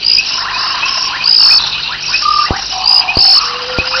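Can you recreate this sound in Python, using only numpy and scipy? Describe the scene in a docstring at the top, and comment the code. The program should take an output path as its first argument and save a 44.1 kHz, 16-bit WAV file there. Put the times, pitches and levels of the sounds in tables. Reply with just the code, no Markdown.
"""Night chorus of frogs and insects

A near caller in the bush buzzes in loud bursts of falling chirps, and farther ones answer. Frogs whistle
and bloop in rising sweeps, trill in throat pulses and croak over a dense distant chorus; a far bird holds
one long hoot. Vegetation scatters the calls. Three low pops hit the microphone, and the narrow-band
recorder hums and limits the loudest bursts."""
import sys
import numpy as np
from scipy import signal
from scipy.fft import rfft, irfft, next_fast_len
from scipy.io import wavfile
from scipy.ndimage import uniform_filter1d, map_coordinates

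SR = 44100
rng = np.random.default_rng(int(sys.argv[2]) if len(sys.argv) > 2 else 0)


def int16_out(signal):
    """Quantize to a 16-bit WAV file."""
    q = np.round(np.clip(np.atleast_2d(signal).T, -1, 1) * 32767)
    wavfile.write(sys.argv[1], SR, q.astype(np.int16))


N = 176400

# Slow envelopes of the low and high bands of the distant chorus: time_s, level_db
LOW_ENVELOPE = [(0, -45), (.3, -31.5), (.55, -25), (1.25, -32), (1.75, -35), (2.15, -31), (2.36, -35),
                (2.55, -25.5), (2.68, -36.5), (3.2, -30.5), (3.7, -28.5), (4, -25)]
HIGH_ENVELOPE = [(0, -27), (.2, -24.5), (.3, -19.5), (.5, -27), (.57, -20), (.7, -24.5), (.78, -22),
                 (.98, -24.5), (1.13, -24.5), (1.62, -24.5), (1.95, -28.5), (2.15, -21.5), (2.43, -22),
                 (2.52, -26), (2.72, -22), (3.1, -26.5), (3.43, -23), (3.6, -26.5), (4, -21)]
CHIRP_S, CHIRP_FALL_HZ = .0105, 553  # a narrow chirp
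BLOOP_S = .075


def amp(db):
    """Amplitude ratio: tenfold for every 20 decibels."""
    return 10 ** (np.asarray(db) / 20)


def unit(x):
    """Normalisation to rms 1."""
    return x / np.sqrt(np.mean(x ** 2) + 1e-20)


def curves(rows):
    """Linear interpolation: one value per sample for each column after the time."""
    times, *columns = np.transpose(rows)
    return [np.interp(np.arange(N) / SR, times, column) for column in columns]


def wobble(rate):
    """Smooth random modulation: a spline through `rate` knots a second."""
    knots = rng.standard_normal(int(N * rate / SR) + 4)
    return map_coordinates(knots, [np.arange(N) * rate / SR])


def filtered(x, response):
    """Linear filtering: the spectrum is multiplied by a frequency response."""
    size = next_fast_len(N + SR // 2)
    return irfft(rfft(x, size) * response(np.fft.rfftfreq(size, 1 / SR)), size)[:N]


def noise(spectrum):
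    """Spectral shaping of white noise, at rms 1; rows are frequency_hz, level_db."""
    knots_hz, db = np.transpose(spectrum)

    def response(hz):
        return amp(np.interp(np.log(hz + 1), np.log(knots_hz), db, right=-120))
    return unit(filtered(rng.standard_normal(N), response))


def ramp(length_s):
    """Normalised time: 0 to 1 over a duration."""
    return np.linspace(0, 1, max(int(length_s * SR), 8))


def arch(u, power):
    """A half-sine envelope, narrower at higher powers."""
    return np.abs(np.sin(np.pi * u)) ** power


def tone(hz):
    """A sine whose phase is the integral of its frequency."""
    return np.sin(2 * np.pi * np.cumsum(hz) / SR)


def add(out, start_s, sound):
    """Superposition: a sound joins the mix at a given time."""
    i = int(np.clip(round(start_s * SR), 0, N))
    out[i:i + len(sound)] += sound[:N - i]


def chorus_band(envelope, spectrum, flutter_db, flutter_rate):
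    """Incoherent summation: many far callers merge into a fluttering band of noise."""
    db, = curves(envelope)
    return amp(db) * unit(noise(spectrum) * amp(flutter_db * wobble(flutter_rate)))


def distant_chorus():
    """Amplitude modulation: three bands of far callers swell and fade independently."""
    # Band spectra: frequency_hz, level_db
    low_spectrum = [(500, -34.5), (680, -6), (780, -4.5), (1100, -2), (1600, -2), (1950, -7.5), (2300, -12),
                    (3000, -43.5)]
    mid_spectrum = [(2000, -25), (2400, -5), (2650, -2.5), (3000, -1.5), (3300, -6.5), (3700, -41)]
    high_spectrum = [(3000, -40.5), (3500, -6.5), (4050, 3), (4500, -2.5), (5050, -3.5), (5450, -8.5),
                     (5750, -7.5), (6150, -17.5)]
    # Slow envelope of the middle band: time_s, level_db
    mid_envelope = [(0, -24.5), (.4, -26), (.6, -34.5), (.82, -24), (1.05, -25.5), (1.22, -23.5),
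                    (1.35, -29.5), (1.78, -26.5), (2.45, -29), (3.7, -26.5), (4, -27.5)]
    low = chorus_band(LOW_ENVELOPE, low_spectrum, flutter_db=4.5, flutter_rate=90)
    mid = chorus_band(mid_envelope, mid_spectrum, flutter_db=3, flutter_rate=40)
    high = chorus_band(HIGH_ENVELOPE, high_spectrum, flutter_db=1.5, flutter_rate=160)
    return low + amp(.5) * mid + amp(-1.5) * high


def far_bloops(per_s=45, gain_db=-7.5):
    """Random superposition of small rising notes under the envelope of the low chorus."""
    out, u = np.zeros(N), ramp(BLOOP_S / 2)
    for when, pitch, size in rng.random((int(per_s * N / SR), 3)):
        hz = 700 * 2.4 ** pitch * (1 + .22 * u)
        add(out, when * N / SR, (.5 + size) * arch(u, .7) * tone(hz))
    db, = curves(LOW_ENVELOPE)
    return amp(db + gain_db) * unit(out)


def far_chirps(per_s=220, gain_db=-3.5):
    """Random superposition of falling chirps under the envelope of the high chorus."""
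    out, u = np.zeros(N), ramp(CHIRP_S)
    for when, pitch, size in rng.random((int(per_s * N / SR), 3)):
        hz = 4800 + 700 * pitch - CHIRP_FALL_HZ * u
        add(out, when * N / SR, size ** 2 * arch(u, .8) * tone(hz))
    db, = curves(HIGH_ENVELOPE)
    return amp(db + gain_db) * unit(out)


def mains_hum():
    """Steady partials near the mains frequency and its next two harmonics."""
    # Hum partials: frequency_hz, level_db
    partials = [(49.5, -46.5), (100, -48), (150, -50.5)]
    return sum(np.sqrt(2) * amp(db) * tone(np.full(N, hz)) for hz, db in partials)


def night_air(level_db=-36):
    """Stationary broadband noise, strongest in the bass."""
    # Spectrum of the air: frequency_hz, relative_db
    spectrum = [(20, -14), (50, 4), (90, -16.5), (200, -5.5), (1000, -10.5), (2000, -12.5), (4000, -17.5),
                (5800, -29)]
    return amp(level_db) * noise(spectrum)


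def chirp(top_hz, wide):
    """Frequency sweep: a narrow chirp (wide=0) arches; a wide one (1) falls far, weakens and splits."""
    wide_s, wide_fall_hz, wide_lift_hz, sag_db = .0185, 998, 293, 6
    crest_at, break_at, break_width = .32, .55, .07  # shares of the chirp's length
    u = ramp(CHIRP_S + wide * (wide_s - CHIRP_S))
    narrow_fall = CHIRP_FALL_HZ * ((u - crest_at) / (1 - crest_at)) ** 2
    wide_fall = wide_fall_hz * arch(np.minimum(1.15 * u, 1) ** 1.4 / 2, 2) - wide_lift_hz
    gap = np.exp(-((u - break_at - rng.normal(0, .04)) / break_width) ** 2)
    envelope = (1 - wide) * arch(u, 1.4) + wide * arch(u, .76) * amp(-sag_db * u)
    return envelope * (1 - wide * gap) * tone(top_hz - (1 - wide) * narrow_fall - wide * wide_fall)


def buzzes():
    """Fast chirp trains fuse into buzzes; the fainter the caller, the greater its share of scatter."""
    # Bursts: start_s, end_s, chirps_per_s, level_db, top_pitch_hz, half_widened_at_s
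    bursts = [(.0275, .19, 58.4, -1, 5020, .4), (1.2385, 1.578, 57.6, 3, 5030, 1.38),
              (2.8388, 3.005, 58, 3, 5020, 3.2), (3.152, 3.385, 58.1, 3, 5000, 3.18),
              (.232, .43, 58, -15, 5250, .6), (.545, .722, 63, -13, 5050, .6),
              (.856, 1.08, 60.3, -12, 5300, .98), (2.062, 2.245, 63.3, -13, 5200, 2.18),
              (2.269, 2.458, 61, -11, 5170, 2.33), (3.39, 3.488, 60, -12, 5150, 3.42),
              (3.835, 4, 57, -14, 5100, 3.93)]
    warm_s, warm_db, warm_hz = .024, 12.5, 403  # a burst starts soft and low
    widen_s, wide_lead_s = .08, .00028  # a wide chirp starts slightly earlier
    gain_db, jitter_hz = 2.5, 25
    out = np.zeros(N)
    for start, end, rate, db, top_hz, widen_at in bursts:
        burst = np.zeros(N)
        for s in np.arange(start, end, 1 / rate):
            cold = np.exp(-((s - start) / warm_s) ** 2)
            wide = np.clip(.5 + (s - widen_at) / widen_s, 0, 1)
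            note = chirp(top_hz - warm_hz * cold + rng.normal(0, jitter_hz), wide)
            gain = amp(gain_db + db - warm_db * cold + rng.normal(0, .91))
            add(burst, s - wide_lead_s * wide, gain * note)
        out += bush(burst, wet_db=-18 - .65 * db)
    return out


def reflected(x):
    """Comb filtering: echoes off the ground and a trunk interfere with the direct sound."""
    # Echo paths: delay_s, gain
    echoes = [(.0031, .17), (.0078, .14)]
    out = x.copy()
    for delay_s, gain in echoes:
        add(out, delay_s, gain * x)
    return out


def bush(x, wet_db, t60_s=.11, build_s=.012):
    """Scattering by vegetation adds a short, exponentially decaying tail to the direct sound."""
    t = np.arange(SR // 2) / SR
    tail = rng.standard_normal(len(t)) * amp(-60 * t / t60_s) * (1 - np.exp(-t / build_s))
    return x + amp(wet_db) * signal.fftconvolve(x, tail / np.linalg.norm(tail))[:N]


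def ticks(top_hz=6043, fall_hz=1090, length_s=.02, lead_s=.0079, gain_db=1.5):
    """Linear downward sweeps: another caller's higher chirps, spaced widely enough to be heard singly."""
    # Single chirps: time_s, level_db
    calls = [(0.1448, -18.5), (0.198, -14.5), (0.2622, -16), (0.2978, -18), (0.3406, -16.5), (0.378, -15),
             (0.8593, -17), (0.8883, -17.5), (0.915, -20), (0.9483, -17), (0.9872, -13), (1.0241, -14.5),
             (1.0698, -18.5), (1.6203, -19), (1.6675, -17.5), (2.03, -16.5), (2.0634, -14), (2.1, -17.5),
             (2.1405, -17.5), (2.1807, -18), (2.2216, -14.5), (2.5676, -18), (2.5949, -20), (2.6243, -16),
             (2.6624, -17), (2.702, -18), (2.7402, -17.5), (2.7834, -17), (3.4161, -14), (3.457, -16.5),
             (3.9693, -18), (3.9944, -19.5)]
    out, u = np.zeros(N), ramp(length_s)
    for s, db in calls:
        add(out, s - lead_s, amp(db + gain_db) * arch(u, 1.6) * tone(top_hz - fall_hz * u))
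    return out


def whistle(length_s, hz, rise_hz=320):
    """A rising glide, loudest early, roughened by fast random amplitude modulation."""
    u = ramp(length_s)
    envelope = arch(u ** .57, 1.5) * amp(1.7 * wobble(260)[:len(u)])
    return envelope * tone(hz + rng.normal(0, 35) + rise_hz * (u ** .664 - .55))


def whistles(near_hz=2573, far_hz=2824, far_per_s=18):
    """Superposition of whistling frogs: a few near calls and many faint ones at random times."""
    # Near whistles: start_s, length_s, level_db
    calls = [(0.176, 0.056, -10.5), (0.533, 0.056, -17), (0.821, 0.062, -10), (1.195, 0.06, -19.5),
             (1.504, 0.049, -12.5), (1.74, 0.06, -20), (2.132, 0.055, -10), (3.078, 0.05, -10),
             (3.784, 0.042, -9.5), (3.936, 0.052, -19.5)]
    out = np.zeros(N)
    for s, length_s, db in calls:
        add(out, s, amp(db + 1) * whistle(length_s, near_hz))
    for when, pitch, size in rng.random((int(far_per_s * N / SR), 3)):
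        add(out, when * N / SR, amp(-28 + 6.3 * size) * whistle(.055, far_hz + 400 * (pitch - .5)))
    return out


def trills(longest_pulse_s=.024):
    """Pulsed excitation of one throat resonance; each train of rounded pulses swells and fades."""
    # Pulse trains: first_pulse_s, end_s, pulses_per_s, pitch_hz, level_db, roughness (0 to 1)
    trains = [(.325, 1.31, 33.3, 1048, -18.5, .25), (2.234, 2.464, 37.4, 1204, -3.5, 0.06),
              (2.487, 2.616, 38, 797, -17.5, 0.3), (2.714, 2.857, 75, 767, -18.5, 0.1),
              (2.881, 3.277, 72, 771, -19, 0.2), (3.26, 3.335, 41, 777, -16.5, 0.2),
              (3.351, 3.619, 47.7, 1192, -18.5, 0.4)]
    out = np.zeros(N)
    for start, end, rate, hz, db, rough in trains:
        u = ramp(min(longest_pulse_s, 1.1 / rate))
        for s in np.arange(start, end, 1 / rate):
            progress = (s - start + .018 / rate) / (end - start + .5 / rate)
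            swell = arch(progress ** .73, .38)
            detune = .13 * rough * rng.normal()
            glide = .3 * rough * rng.normal() * (u - .5)
            pulse = arch(u, 1.2) * tone(hz * (1 + detune + glide))
            add(out, s - len(u) / SR / 2, amp(db + rng.normal(0, 1.5)) * swell * pulse)
    return out


def bloops(from_hz=880, to_hz=2152, flutter_db=4.4):
    """Fast upward sweeps of more than an octave sound liquid; their level flutters at random."""
    # Bloops: start_s, level_db
    calls = [(.352, -28), (.428, -19.5), (0.558, -26.5), (1.098, -20), (1.236, -29.5), (1.44, -24.5),
             (1.746, -31), (1.884, -22.5), (2.083, -25), (2.4, -22), (2.5, -21), (3.428, -26), (3.811, -30),
             (3.915, -21.5)]
    out, u = np.zeros(N), ramp(BLOOP_S)
    for s, db in calls:
        add(out, s, amp(db) * arch(u, .29) * tone(from_hz + (to_hz - from_hz) * u ** 1.15))
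    return out * amp(flutter_db * wobble(210))


def croaks(pulse_depth=.46):
    """Source and filter: pulsing breath noise in a broad throat resonance makes a hoarse, far croak."""
    # Croaks: start_s, end_s, pulses_per_s, resonance_hz, width_hz, level_db
    calls = [(.45, 1.05, 34, 1300, 820, -24.5), (1.38, 1.774, 45, 1093, 770, -24),
             (1.568, 1.976, 120, 3990, 794, -25), (2.722, 3.28, 73, 935, 381, -23.5),
             (3.337, 3.64, 60, 1190, 328, -23.5)]
    out = np.zeros(N)
    for start, end, rate, hz, width_hz, db in calls:
        def resonance(f):
            return 1 / (1 + ((f * f - hz * hz) / (1.15 * width_hz * f + 1)) ** 4)
        u = ramp(end - start)
        throat = unit(filtered(rng.standard_normal(N), resonance))[:len(u)]
        pulsing = 1 + pulse_depth * tone(rate * (1 + .075 * wobble(18)[:len(u)]))
        add(out, start, amp(db) * arch(u ** .66, .64) * unit(pulsing * throat))
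    return out


def held_note(contour):
    """Slight random amplitude and frequency modulation of a pure tone on a slow glide."""
    hz, db = curves(contour)
    t = np.arange(N) / SR
    sounding = (t > contour[0][0]) & (t < contour[-1][0])
    envelope = np.sqrt(2) * amp(db) * amp(1.9 * wobble(45)) * sounding
    return envelope * tone(hz * (1 + .0085 * wobble(50)))


def drone():
    """A faint low tone swells and fades under a slow envelope."""
    # Course of the tone: time_s, pitch_hz, level_db
    contour = [(.9, 147.8, -51.5), (1.95, 147.8, -41), (2.3, 145.7, -53.5)]
    return held_note(contour)


def rasps(stroke_s=.013):
    """Gated noise in one high resonance: the scratchy strokes of a rasping caller."""
    # Strokes: start_s, level_db
    strokes = [(1.588, -13.5), (1.604, -13.5), (1.622, -16), (1.638, -12.5), (1.671, -14), (1.727, -12.5),
               (1.775, -20.5), (1.831, -16.5), (1.876, -18), (1.922, -18.5)]
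    # The resonance: frequency_hz, relative_db
    spectrum = [(3000, -28.5), (3550, -4.5), (3800, -2), (4200, 2), (4500, -8.5), (5200, -31)]
    envelope = np.zeros(N)
    for s, db in strokes:
        add(envelope, s, amp(db) * arch(ramp(stroke_s) ** .5, .38))
    return envelope * noise(spectrum)


def pops(snap_s=.0008, swing_hz=55.5, decay_s=.0062):
    """A heavily damped low oscillation follows a snap of suction at the microphone."""
    # Pops: start_s, level_db
    hits = [(2.5074, 3), (3.1702, 0.5), (3.7857, 0)]
    out, t = np.zeros(N), np.arange(SR // 10) / SR
    snap = -arch(ramp(snap_s), .93)
    swing = np.cos(2 * np.pi * swing_hz * t) * np.exp(-t / decay_s) * (1 - np.exp(-t / .000067))
    for s, db in hits:
        add(out, s, amp(db) * np.concatenate([snap, .65 * swing]))
    return out


def hoot():
    """A nearly pure tone: a far bird's long, slowly rising hoot."""
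    # Course of the hoot: time_s, pitch_hz, level_db
    contour = [(3.42, 477.4, -41.5), (3.53, 487, -34), (3.72, 504, -24), (3.82, 508, -30.5),
               (3.91, 516.6, -31.5), (4, 528, -19.5)]
    return held_note(contour)


def piping_note():
    """A short, higher tone whose frequency and amplitude peak together."""
    # Course of the note: time_s, pitch_hz, level_db
    contour = [(3.71, 1385, -39.5), (3.77, 1405, -16.5), (3.81, 1395, -35)]
    return held_note(contour)


def scene():
    """Linear superposition of the callers, the pops and the background in one channel."""
    near = reflected(buzzes()) + bush(ticks(), wet_db=-7.5)
    near += bush(trills(), wet_db=-12) + bush(whistles(), wet_db=-4.5)
    far = bush(bloops() + rasps(), wet_db=-2) + croaks()
    notes = hoot() + piping_note() + drone()
    thumps = bush(pops(), wet_db=-12.5)
    background = distant_chorus() + far_bloops() + far_chirps() + mains_hum() + night_air()
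    return (near + far + notes + thumps + background)[None]


def record(dry):
    """Fast limiting and a narrow band; clipping of the highest peaks adds a little dull distortion."""
    limit, knee, ceiling = .96, 7.5, .89
    band_hz, dull_hz, top_hz = 6132, 8800, 16000
    envelope = np.abs(signal.hilbert(dry[0]))
    gain = uniform_filter1d((1 + (envelope / limit) ** knee) ** (-1 / knee), size=16)
    narrow = filtered(dry[0] * gain, lambda hz: hz < band_hz)
    clipped = np.clip(narrow, -ceiling, ceiling)
    return filtered(clipped, lambda hz: (hz < top_hz) / np.sqrt(1 + (hz / dull_hz) ** 6))[None]


dry = scene()
out = record(dry)
int16_out(out)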